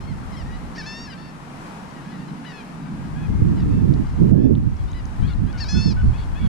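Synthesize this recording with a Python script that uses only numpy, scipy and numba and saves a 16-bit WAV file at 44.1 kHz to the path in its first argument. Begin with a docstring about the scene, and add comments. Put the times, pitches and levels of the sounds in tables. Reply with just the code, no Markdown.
"""Open shallow water, from a small boat: two gulls call close by, many more further off.
Each voice is a stack of syrinx harmonics coloured by throat and beak, with a faint echo off the shore.
Gusts buffet the two ports of a body-worn microphone and duck its gain; fishing tackle ticks now and then.
Underneath lies a bed of rippling water and a low, distant drone."""
import sys
import numpy as np
from scipy import signal
from scipy.fft import rfft, irfft
from scipy.io import wavfile
from scipy.ndimage import uniform_filter1d, minimum_filter1d
from numba import njit

SR = 44100
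rng = np.random.default_rng(int(sys.argv[2]) if len(sys.argv) > 2 else 0)


def to_wav(sig):
    """Store sig (one row per channel, or 1-D mono) as 16-bit WAV at the path in sys.argv[1].

    Samples outside -1..1 are clipped; the rate is SR.
    """
    pcm = np.clip(np.atleast_2d(sig), -1, 1) * 32767
    pcm = np.round(pcm).astype(np.int16)
    wavfile.write(sys.argv[1], SR, pcm.T)  # frames by channels


N = 285768
TIME = np.arange(N) / SR

# hush of ripples and far shore: f/Hz, relative left level/dB, relative right level/dB
WASH_COLOUR = [(60, -77, -75.5), (256, -73.5, -71), (380, -75, -74), (570, -78, -77.5), (880, -70.5, -74.5),
               (1242, -73, -81.5), (1880, -80, -88.5), (2480, -86, -86.5), (3340, -91.5, -93),
               (5200, -94.5, -95.5), (9630, -101, -100), (10600, -103, -102), (12900, -111, -110),
               (15000, -122, -122)]
# fader ride of the drone: t/s, level/dB
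DRONE_RIDE = [(0, -38.5), (.9, -38.5), (1.5, -39.5), (1.9, -38.5), (2.2, -33), (2.45, -34.5), (2.6, -41.5),
              (2.9, -31), (3.3, -34.5), (4.5, -36.5), (6.48, -41)]
# tone of the drone: f/Hz, relative level/dB
DRONE_COLOUR = [(40, -52), (95, -62), (120, -17.5), (142, 2.5), (175, 1.5), (230, -1.5), (290, -7.5),
                (370, -18.5), (600, -46.5), (2000, -100)]
# breeze between gusts: t/s, relative level/dB, eddy corner/Hz
BREEZE = [(0, -29, 145), (.6, -31.5, 128), (.9, -42, 133), (1.8, -48.5, 140), (2.65, -55, 140),
          (2.95, -37, 143), (3.3, -22, 183), (3.6, -19.5, 195), (4.1, -22, 132), (4.8, -22.5, 100),
          (5.1, -30, 104), (5.6, -25.5, 111), (6.0, -23.5, 102), (6.48, -22.5, 101)]
# gusts on the ports: t/s, length/s, relative left level/dB, relative right level/dB, eddy corner/Hz
GUSTS = [(0.39, 0.064, -49, -28, 125), (3.277, 0.12, -16.5, -36, 212), (3.39, 0.065, -24, -11.5, 233),
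         (3.499, 0.031, -22, -13, 215), (3.641, 0.35, -27, -13.5, 267), (4.173, 0.029, -24, -10.5, 218),
         (4.197, 0.066, -17.5, -4.5, 295), (4.302, 0.19, -20.5, -4, 364), (4.508, 0.14, -20, -10.5, 209),
         (4.786, 0.062, -18.5, -37, 88), (5.174, 0.098, -13.5, -24, 143), (5.332, 0.043, -17.5, -34, 109),
         (5.368, 0.11, -32, -20.5, 195), (5.724, 0.074, -20.5, -12.5, 212), (5.843, 0.042, -17, -10.5, 232),
         (5.932, 0.16, -16.5, -17, 101), (6.019, 0.038, -31, -12.5, 176), (6.395, 0.035, -22, -14, 160)]
# notes of the flock: t/s, length/s, mid pitch/Hz, slide/Hz, arch above the ends/Hz, relative level/dB,
# tilt/(dB per octave), roughness/0-1, beak resonance/Hz, beak boost/dB, top edge/Hz
FLOCK_NOTES = [(-0.03, 0.1, 1038, 114, 0, -61.5, -2, .05, 4600, 8, 6000),
               (0.065, 0.074, 1063, -150, 88, -56.5, -4.5, 0.03, 5300, -3, 7000),
               (0.316, 0.045, 1027, -110, 58, -55, -6, 0.13, 3880, 4, 6000),
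               (0.356, 0.079, 1015, -240, 41, -51.5, -3, 0.1, 5180, 8, 7500),
               (0.436, 0.15, 960, 104.5, 74.5, -55, -0.5, 0.18, 1900, 8, 7500),
               (1.07, 0.032, 840, -61, 8, -49, -17, .1, 2500, 3, 5000),
               (1.092, 0.056, 980, -160, 30, -50.5, 0, 0.17, 4000, -1, 6000),
               (1.12, 0.044, 781, -20, 0, -52, -8, 0, 1550, 4, 5000),
               (1.148, 0.18, 895, 16, 37, -57, -2.5, 0.17, 4570, 6, 7000),
               (1.947, 0.075, 946, -115, 33, -58.5, -8, 0.03, 2850, 2, 4200),
               (2.042, 0.096, 842, 69, 15, -57, -7, .1, 4970, 5, 5500),
               (2.114, 0.057, 978, -88, 50, -56, -12, 0.2, 2000, 3, 5500),
               (2.172, 0.095, 915, 20, 46, -61.5, -5, 0.18, 4600, 5, 5500),
               (2.277, 0.037, 1007, -130, 54, -59, 1, .15, 3050, 7, 5500),
               (2.441, 0.02, 840, 298, 0, -50, -5.5, .35, 1800, -1, 5000),
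               (2.448, 0.089, 972, -95, 50, -50, -6, 0.2, 2950, 0.5, 8000),
               (2.518, 0.115, 850, -94.5, 60, -50, -4, 0.06, 2530, 7.5, 6500),
               (2.845, 0.055, 775, 3, 29, -56, -10, 0.3, 2300, 4, 3500),
               (2.982, 0.093, 815, 22, 20, -58.5, -10, 0.25, 1650, 5, 3500),
               (3.142, 0.14, 846, 19, 77, -54, -6.5, 0.15, 3300, 3, 3420),
               (3.28, 0.17, 1070, 24, 50, -62.5, -8, .03, 2150, 9, 3000),
               (3.563, 0.077, 957, -190, 3, -57.5, -5, 0.23, 4100, 9, 5000),
               (3.685, 0.15, 882, 33, 64.5, -61, -3, 0.07, 2600, 6, 4800),
               (4.34, 0.15, 855, 64, 22, -57, -7, 0.03, 3500, 4, 5500),
               (4.754, .085, 1100, -110, -3, -64, 0, 0.25, 3300, -1, 4745),
               (4.871, 0.052, 745, 90, -4.5, -58, 0, 0, 3600, 5, 4600),
               (4.935, 0.081, 997, -17, 102, -54, -3, 0.2, 4000, 4, 4800),
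               (5.218, 0.053, 798, 100, -3, -53, 2, 0.1, 3250, 2, 3720),
               (5.264, 0.054, 1110, 123, 20, -57, 1, 0.5, 3830, 15, 4230),
               (5.29, 0.045, 707, -57, -31, -51.5, 7, 0.13, 1450, 9, 4000),
               (5.467, 0.05, 821, 78, 5, -54, 1, 0.13, 3300, 3, 3720),
               (5.525, 0.066, 730, -50, -12, -50.5, -1, 0.2, 1460, 4, 3500),
               (5.74, 0.07, 724, -50, -3, -48.5, -13, 0.14, 1480, 14, 3200),
               (5.96, 0.067, 748, -24, 15, -46, -24, 0.07, 3000, 13, 3200),
               (6.13, 0.048, 847, 81, 20, -54.5, -3, 0.2, 3330, 8, 3840),
               (6.169, 0.085, 1128, 5, 87, -57, 4, 0.48, 3700, 9, 4360),
               (6.348, 0.051, 854, 90, 1, -51, -1, 0.08, 3420, 4, 3630),
               (6.385, 0.1, 1136, -80, 67, -52, 6, 0.31, 3400, 0, 3840)]
# throat colour of the distant birds: f/Hz, relative level/dB
FLOCK_THROAT = [(800, -51), (1450, 8), (2000, 4), (2600, 3.5), (3300, 0), (4400, 1), (5300, 1.5),
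                (6400, -12), (8000, -31)]
# close calls: yelp t/s, yelp length/s, climb length/s, droop length/s, held pitch/Hz, climb/(Hz per s),
# level/dB, fade/(dB per s), opening offset/dB, gullet boost/dB, gullet closing time/s,
# left minus right/dB, water bounce lag/s
CLOSE_CALLS = [(0.779, 0.039, 0.154, .083, 869, 396, -36, 34, 0, 21.5, 0.26, 3.5, .0023),
               (5.604, 0.041, 0.17, 0.08, 843.3, 253, -33, 5, -1.5, 16.5, 0.22, 6, .0072)]
# throat colour of the close gulls: f/Hz, first bird's relative level/dB, second bird's relative level/dB
CLOSE_THROATS = [(850, -22, -20), (1750, -8, -14.5), (2350, 2, -10), (2700, -4, -10.5), (3550, -6.5, -12.5),
                 (4450, .5, 0), (5350, 1.5, 0), (6200, -9, -13), (7100, -17, -19.5), (7900, -27, -30),
                 (8800, -34, -30), (10500, -46, -48)]
# the three parts that open a close call: start pitch/Hz, glide/(Hz per s), relative start level/dB,
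# level slope/(dB per s), roughness/0-1, tilt/(dB per octave)
RASP = (690, 4500, -11, 110, 0.33, -1)
YELP = (938, -2500, 2, -60, 0.08, 0)
CATCH = (745, 1200, -8, -30, 0.14, -3)
# ticks of rod, reel and line: t/s, relative peak level/dB, ring/Hz, left minus right/dB
TACKLE_TICKS = [(1.911, -43, 5500, 1), (3.606, -37, 4870, 3), (3.940, -32.5, 4600, 3),
                (4.071, -42.5, 4360, 2), (4.553, -29, 3500, -2), (4.769, -40, 4900, 6),
                (4.917, -38, 6060, -5), (4.933, -36, 3580, -2), (5.056, -34, 5570, 6),
                (5.337, -35, 3640, -6), (5.529, -39, 5000, 16)]

RASP_S, OPENING_S = .035, .082  # the rasp leads the yelp's onset, the held note follows it
GULLET_HZ, GULLET_WIDTH_HZ = 1640, 300  # the resonance that booms in the yelp


def undb(db):
    """Decibels to gain."""
    return 10 ** (np.asarray(db) / 20)


def unit(x):
    """Scale to rms 1."""
    return x / np.sqrt(np.mean(x ** 2))


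def curves(table):
    """A table's columns as straight-line automation over time."""
    times, *columns = np.transpose(table)
    return [np.interp(TIME, times, column) for column in columns]


def colour(points, hz):
    """Gain of an EQ curve (f/Hz, level/dB) at the given frequencies."""
    f, db = np.transpose(points)
    return undb(np.interp(np.log(hz + 1), np.log(f), db))


def shaped(x, gain):
    """Filter by a gain given as a function of frequency."""
    return irfft(rfft(x) * gain(np.fft.rfftfreq(x.shape[-1], 1 / SR)), x.shape[-1])


def wobble(rate_hz, size=N):
    """Smooth random modulation with a spread near 1."""
    hold = max(int(SR / rate_hz), 1)
    steps = np.repeat(rng.standard_normal(size // hold + 3), hold)
    return np.sqrt(3 / 2) * uniform_filter1d(steps, hold)[hold:hold + size]


def pan(db):
    """Left and right gains for a level difference."""
    return undb(np.array([[db], [-db]]) / 2)


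def span(start, end):
    """Sample numbers between two times."""
    return np.arange(max(int(start * SR), 0), min(int(end * SR), N))


def water_wash(gain_db, swell_db, shore_hz):
    """Ripples and shore make a gently swelling hush: lows partly shared by both sides, treble wide."""
    shore = rng.standard_normal(N)
    share = lambda f: 1.19 / (1 + (f / shore_hz) ** 4)
    sides = []
    for column, lag_s in ((1, 0.00057), (2, 0.0003)):
        tone = np.array(WASH_COLOUR)[:, [0, column]]
        common = shaped(shore, lambda f: share(f) * np.exp(-2j * np.pi * f * lag_s))
        ripples = rng.standard_normal(N)
        sides.append(shaped(ripples + common, lambda f: colour(tone, f) / np.hypot(1, share(f))))
    return np.array(sides) * np.sqrt(SR / 2) * undb(gain_db + swell_db * wobble(5.09))


def distant_drone(spread, pan_db):
    """A low drone, perhaps a motor or road on the shore, nearly alike on both sides."""
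    noise = rng.standard_normal(N) + spread * rng.standard_normal((2, N))
    rumble = unit(shaped(noise, lambda f: colour(DRONE_COLOUR, f)))
    return rumble * undb(curves(DRONE_RIDE)[0]) * pan(pan_db)


def airflow(attack_s=0.018, release_s=0.045, lee_dulling=0.13):
    """Level and eddy corner at each port: gusts ride on the breeze, the stronger flow sets the corner."""
    breeze_db, breeze_hz = curves(BREEZE)
    power = undb(breeze_db) ** 2
    weighted_hz = power * breeze_hz
    for start, length, left_db, right_db, corner_hz in GUSTS:
        rise = np.clip((TIME - start) / attack_s, 0, 1)
        fall = np.exp(-np.clip((TIME - start - length) / release_s, 0, 20))
        strength = undb([[left_db], [right_db]])
        gust_power = (strength * rise * fall) ** 2
        shelter = (strength / strength.max()) ** lee_dulling  # the sheltered port sounds darker
        power = power + gust_power
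        weighted_hz = weighted_hz + gust_power * corner_hz * shelter
    return 10 * np.log10(power), weighted_hz / power


def port_wind(db, corner_hz, buffet_db, slope, housing_hz, housing_db):
    """Eddies rumble on one port, each size throbbing, up to a corner that climbs with the air speed."""
    centres = np.geomspace(16, 1625, 21)
    step = np.log(centres[1] / centres[0])
    out, power, buffet = 0, 0, wobble(32)
    for hz in centres:
        band = shaped(rng.standard_normal(N), lambda f: np.exp(-2 * (np.log((f + 1) / hz) / step) ** 2))
        gain = np.sqrt(hz / (1 + (31 / hz) ** 3)) / (1 + (hz / corner_hz) ** slope)
        housing_boom = undb(housing_db / (1 + (np.log2(hz / housing_hz) / 0.87) ** 2))
        gain = gain * housing_boom / (1 + (hz / 620) ** 4)
        throb = undb(buffet_db * (buffet + 0.63 * wobble(20)))
        out = out + unit(band) * gain * throb
        power = power + gain ** 2
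    return out / np.sqrt(power) * undb(db)


def wind(gain_db, leak, leak_hz):
    """Each port meets its own turbulence; stereo widening leaks it across, inverted and high-passed."""
    (left_db, right_db), (left_hz, right_hz) = airflow()
    left = port_wind(left_db, left_hz, buffet_db=0.66, slope=3.7, housing_hz=200, housing_db=0.3)
    right = port_wind(right_db, right_hz, buffet_db=2.5, slope=3.65, housing_hz=222, housing_db=6.0)
    air = np.array([left, right]) * undb(gain_db)
    return air - leak * shaped(air[::-1], lambda f: f ** 2 / (f ** 2 + leak_hz ** 2))


def gull_voice(hz, rough, throat, tilt_db, flutter_db, jitter, rasp, gullet_db=0, harmonics=11):
    """Syrinx harmonics through the throat, in stereo; rough stretches jitter and double their period."""
    n = len(hz)
    hz = hz * (1 + 0.0028 * wobble(45, n) + jitter * rough * wobble(700, n))
    phase = 2 * np.pi * np.cumsum(hz) / SR
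    voice, power = 0, 0
    for k in range(1, harmonics + 1):
        boom_db = gullet_db / (1 + ((k * hz - GULLET_HZ) / GULLET_WIDTH_HZ) ** 2)
        # the bounce off moving water flutters every partial, a little differently at each port
        flutter = wobble(23.3, n) + 0.47 * np.array([wobble(24.4, n), wobble(26.5, n)])
        gain = throat(k * hz) * undb(tilt_db * np.log2(k) + boom_db + flutter_db * flutter)
        voice = voice + gain * np.sin(k * phase + rng.uniform(0, 2 * np.pi))
        power = power + np.mean(gain ** 2, axis=0) / 2
    growl = .5 * np.sin(phase / 2) + wobble(1100, n)
    puffs = rng.standard_normal(n) * (1 + np.cos(phase))  # turbulent air, let through once a cycle
    breath = unit(shaped(puffs, lambda f: throat(f) / (1 + (f / 5000) ** 4)))
    return voice / np.sqrt(power) * (1 + rasp * rough * growl) + 1.4 * rough * breath


def flock(pan_db, gain_db, beak_width_hz, arch_flatness):
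    """Short arched notes in the middle distance, each coloured by its beak opening, its top rolled off."""
    out = np.zeros((2, N))
    for (start, length, pitch_hz, slide_hz, arch_hz, db,
         tilt_db, rough, beak_hz, beak_db, top_hz) in FLOCK_NOTES:
        i = span(start, start + length)
        from_middle = (TIME[i] - start) / length - .5
        hz = pitch_hz + slide_hz * from_middle - arch_hz * np.abs(2 * from_middle) ** arch_flatness
        beak = lambda f: undb(beak_db / (1 + ((f - beak_hz) / beak_width_hz) ** 2))
        throat = lambda f: colour(FLOCK_THROAT, f) * beak(f) / np.hypot(1, (f / top_hz) ** 10)
        voice = gull_voice(hz, rough, throat, tilt_db, flutter_db=2.5, jitter=0.05, rasp=0.9)
        out[:, i] += voice * undb(db + gain_db) * signal.windows.tukey(len(i), .4)
    return out * pan(pan_db)


def colony(level_db, spread_db, tilt_db, count=110):
    """Gulls far across the water, dulled by distance, blur into a chatter barely above the wash."""
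    out = np.zeros((2, N))
    throat = lambda f: colour(FLOCK_THROAT, f)
    for when, length, pitch, distance, side in rng.uniform(0, 1, (count, 5)):
        start = when * (N / SR - .2)
        i = span(start, start + 0.0568 + 0.1226 * length)
        arch = np.sin(np.linspace(0, np.pi, len(i)))
        hz = (680 + 300 * pitch) * (1 + 0.098 * arch)
        voice = gull_voice(hz, 0.22, throat, tilt_db, flutter_db=3.5, jitter=0.05, rasp=0.6, harmonics=5)
        out[:, i] += voice * arch * undb(level_db - spread_db * distance) * pan(8 * side)
    return out


def shore_reverb(x, t60_s, level_db):
    """Water and tree line scatter a faint, dark tail."""
    t = TIME[:SR]
    tail = rng.standard_normal((2, SR)) * undb(-60 * t / t60_s) * np.minimum(t / 0.017, 1)
    tail = unit(shaped(tail, lambda f: 1 / (1 + (f / 3500) ** 2))) / np.sqrt(SR)
    return undb(level_db) * signal.fftconvolve(x.mean(axis=0)[None], tail, axes=1)[:, :N]


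def call_contour(t, yelp_s, climb_s, droop_s, held_hz, climb_hz_per_s, fade_db_per_s, opening_db,
                 droop_hz=157, droop_db=10.5, register_break_s=0.0075):
    """Pitch, level, roughness and tilt of a close call at times t from its yelp."""
    held_s = np.clip(t - OPENING_S, 0, climb_s)
    droop = np.clip((t - OPENING_S - climb_s) / droop_s, 0, 1)
    # at its end the note sags, fades and cracks, and the closing beak dulls it
    hz = held_hz + climb_hz_per_s * held_s - droop_hz * droop ** 3
    level_db = -fade_db_per_s * held_s - droop_db * droop ** 2
    controls = np.array([hz, level_db, 0.022 + 0.22 * droop ** 3, -3 * droop ** 2])
    opening = [(yelp_s, OPENING_S, CATCH), (0, yelp_s, YELP), (-RASP_S, 0, RASP)]
    for start, end, (first_hz, glide, db, db_per_s, rough, tilt_db) in opening:
        part_hz = first_hz + glide * (t - start)
        part_db = opening_db + db + db_per_s * (t - start)
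        controls = np.where(t < end, np.broadcast_arrays(part_hz, part_db, rough, tilt_db), controls)
    return uniform_filter1d(controls, int(register_break_s * SR), axis=1)


def close_gulls(attack_s, water_bounce):
    """Two foreground calls: a rasp breaks upward into a yelp, dips, then holds a long arched note."""
    out = np.zeros((2, N))
    for bird, (onset, yelp_s, climb_s, droop_s, held_hz, climb_hz_per_s, gain_db, fade_db_per_s,
               opening_db, gullet_db, gullet_s, pan_db, bounce_s) in enumerate(CLOSE_CALLS):
        i = span(onset - RASP_S, onset + OPENING_S + climb_s + droop_s)
        t = TIME[i] - onset
        hz, db, rough, tilt_db = call_contour(t, yelp_s, climb_s, droop_s, held_hz,
                                              climb_hz_per_s, fade_db_per_s, opening_db)
        throat = np.array(CLOSE_THROATS)[:, [0, bird + 1]]
        boom_db = gullet_db * np.interp(t, [-attack_s, 0, gullet_s], [0, 1, 0])
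        # the water mirrors the call a little late: harmonics swell and dip as they glide through the comb
        comb = lambda f: np.abs(1 + water_bounce * np.exp(-2j * np.pi * f * bounce_s))
        tone = lambda f: colour(throat, f) * comb(f)
        voice = gull_voice(hz, rough, tone, tilt_db,
                           flutter_db=2.3, jitter=0.03, rasp=0.6, gullet_db=boom_db)
        swell = np.clip((t + RASP_S) / attack_s, 0, 1) * signal.windows.tukey(len(i), .04)
        out[:, i] += voice * undb(db + gain_db) * swell * pan(pan_db)
    return out


def bank_echo(x, delay_s, level_db, dull_hz):
    """The nearest bank sends back one faint, dull slap."""
    late = np.pad(x.mean(axis=0), (int(delay_s * SR), 0))[:N]
    return undb(level_db) * shaped(late, lambda f: 1 / (1 + (f / dull_hz) ** 6))


def tackle_ticks(decay_s, width, gain_db):
    """Tiny scrapes of tackle, each a noise burst that swells and dies in one broad resonance."""
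    out = np.zeros((2, N))
    for peak_s, db, ring_hz, pan_db in TACKLE_TICKS:
        i = span(peak_s - .03, peak_s + .04)
        burst = rng.standard_normal(len(i)) * np.exp(-np.abs(TIME[i] - peak_s) / decay_s)
        tick = shaped(burst, lambda f: 1 / (1 + ((f - ring_hz) / (width * ring_hz)) ** 4))
        out[:, i] += tick / np.abs(tick).max() * undb(db + gain_db) * pan(pan_db)
    return out


def scene():
    """The mix: gulls and their echoes over the bed, with wind and tackle up front."""
    near = close_gulls(attack_s=0.016, water_bounce=.25)
    far = flock(pan_db=8.5, gain_db=4, beak_width_hz=200, arch_flatness=2.42)
    far += colony(level_db=-62, spread_db=5, tilt_db=-4)
    echoes = shore_reverb(near, t60_s=.6, level_db=-22)
    echoes += bank_echo(near, delay_s=.235, level_db=-25, dull_hz=4800)
    echoes += shore_reverb(far, t60_s=1.0, level_db=-17.5)
    bed = distant_drone(spread=0.59, pan_db=-2.0) + water_wash(gain_db=1.2, swell_db=1.0, shore_hz=1290)
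    gusts = wind(gain_db=-.7, leak=.38, leak_hz=220)
    tackle = tackle_ticks(decay_s=0.0012, width=0.24, gain_db=-3.5)
    return near + far + echoes + bed + gusts + tackle


@njit
def envelope(x, attack_s, release_s):
    """Level follower with separate attack and release times."""
    attack, release = 1 / (attack_s * SR), 1 / (release_s * SR)
    out, level = np.empty(len(x)), 0.
    for i in range(len(x)):
        level += (x[i] - level) * (attack if x[i] > level else release)
        out[i] = level
    return out


def record(dry, threshold=0.48, squeeze=0.74, ceiling=.88, top_hz=15000):
    """Gain control ducks the mix in the strongest gusts, a limiter catches the peaks; the top is cut."""
    peak = np.abs(dry).max(axis=0) + 1e-9
    duck = np.minimum(1, threshold / envelope(peak, attack_s=0.028, release_s=0.69)) ** squeeze
    gain = minimum_filter1d(np.minimum(duck, ceiling / peak), size=256)
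    limited = dry * uniform_filter1d(gain, size=256) * signal.windows.tukey(N, .002)
    return signal.sosfilt(signal.ellip(8, .2, 70, top_hz, fs=SR, output="sos"), limited)


dry = scene()
out = record(dry)
to_wav(out)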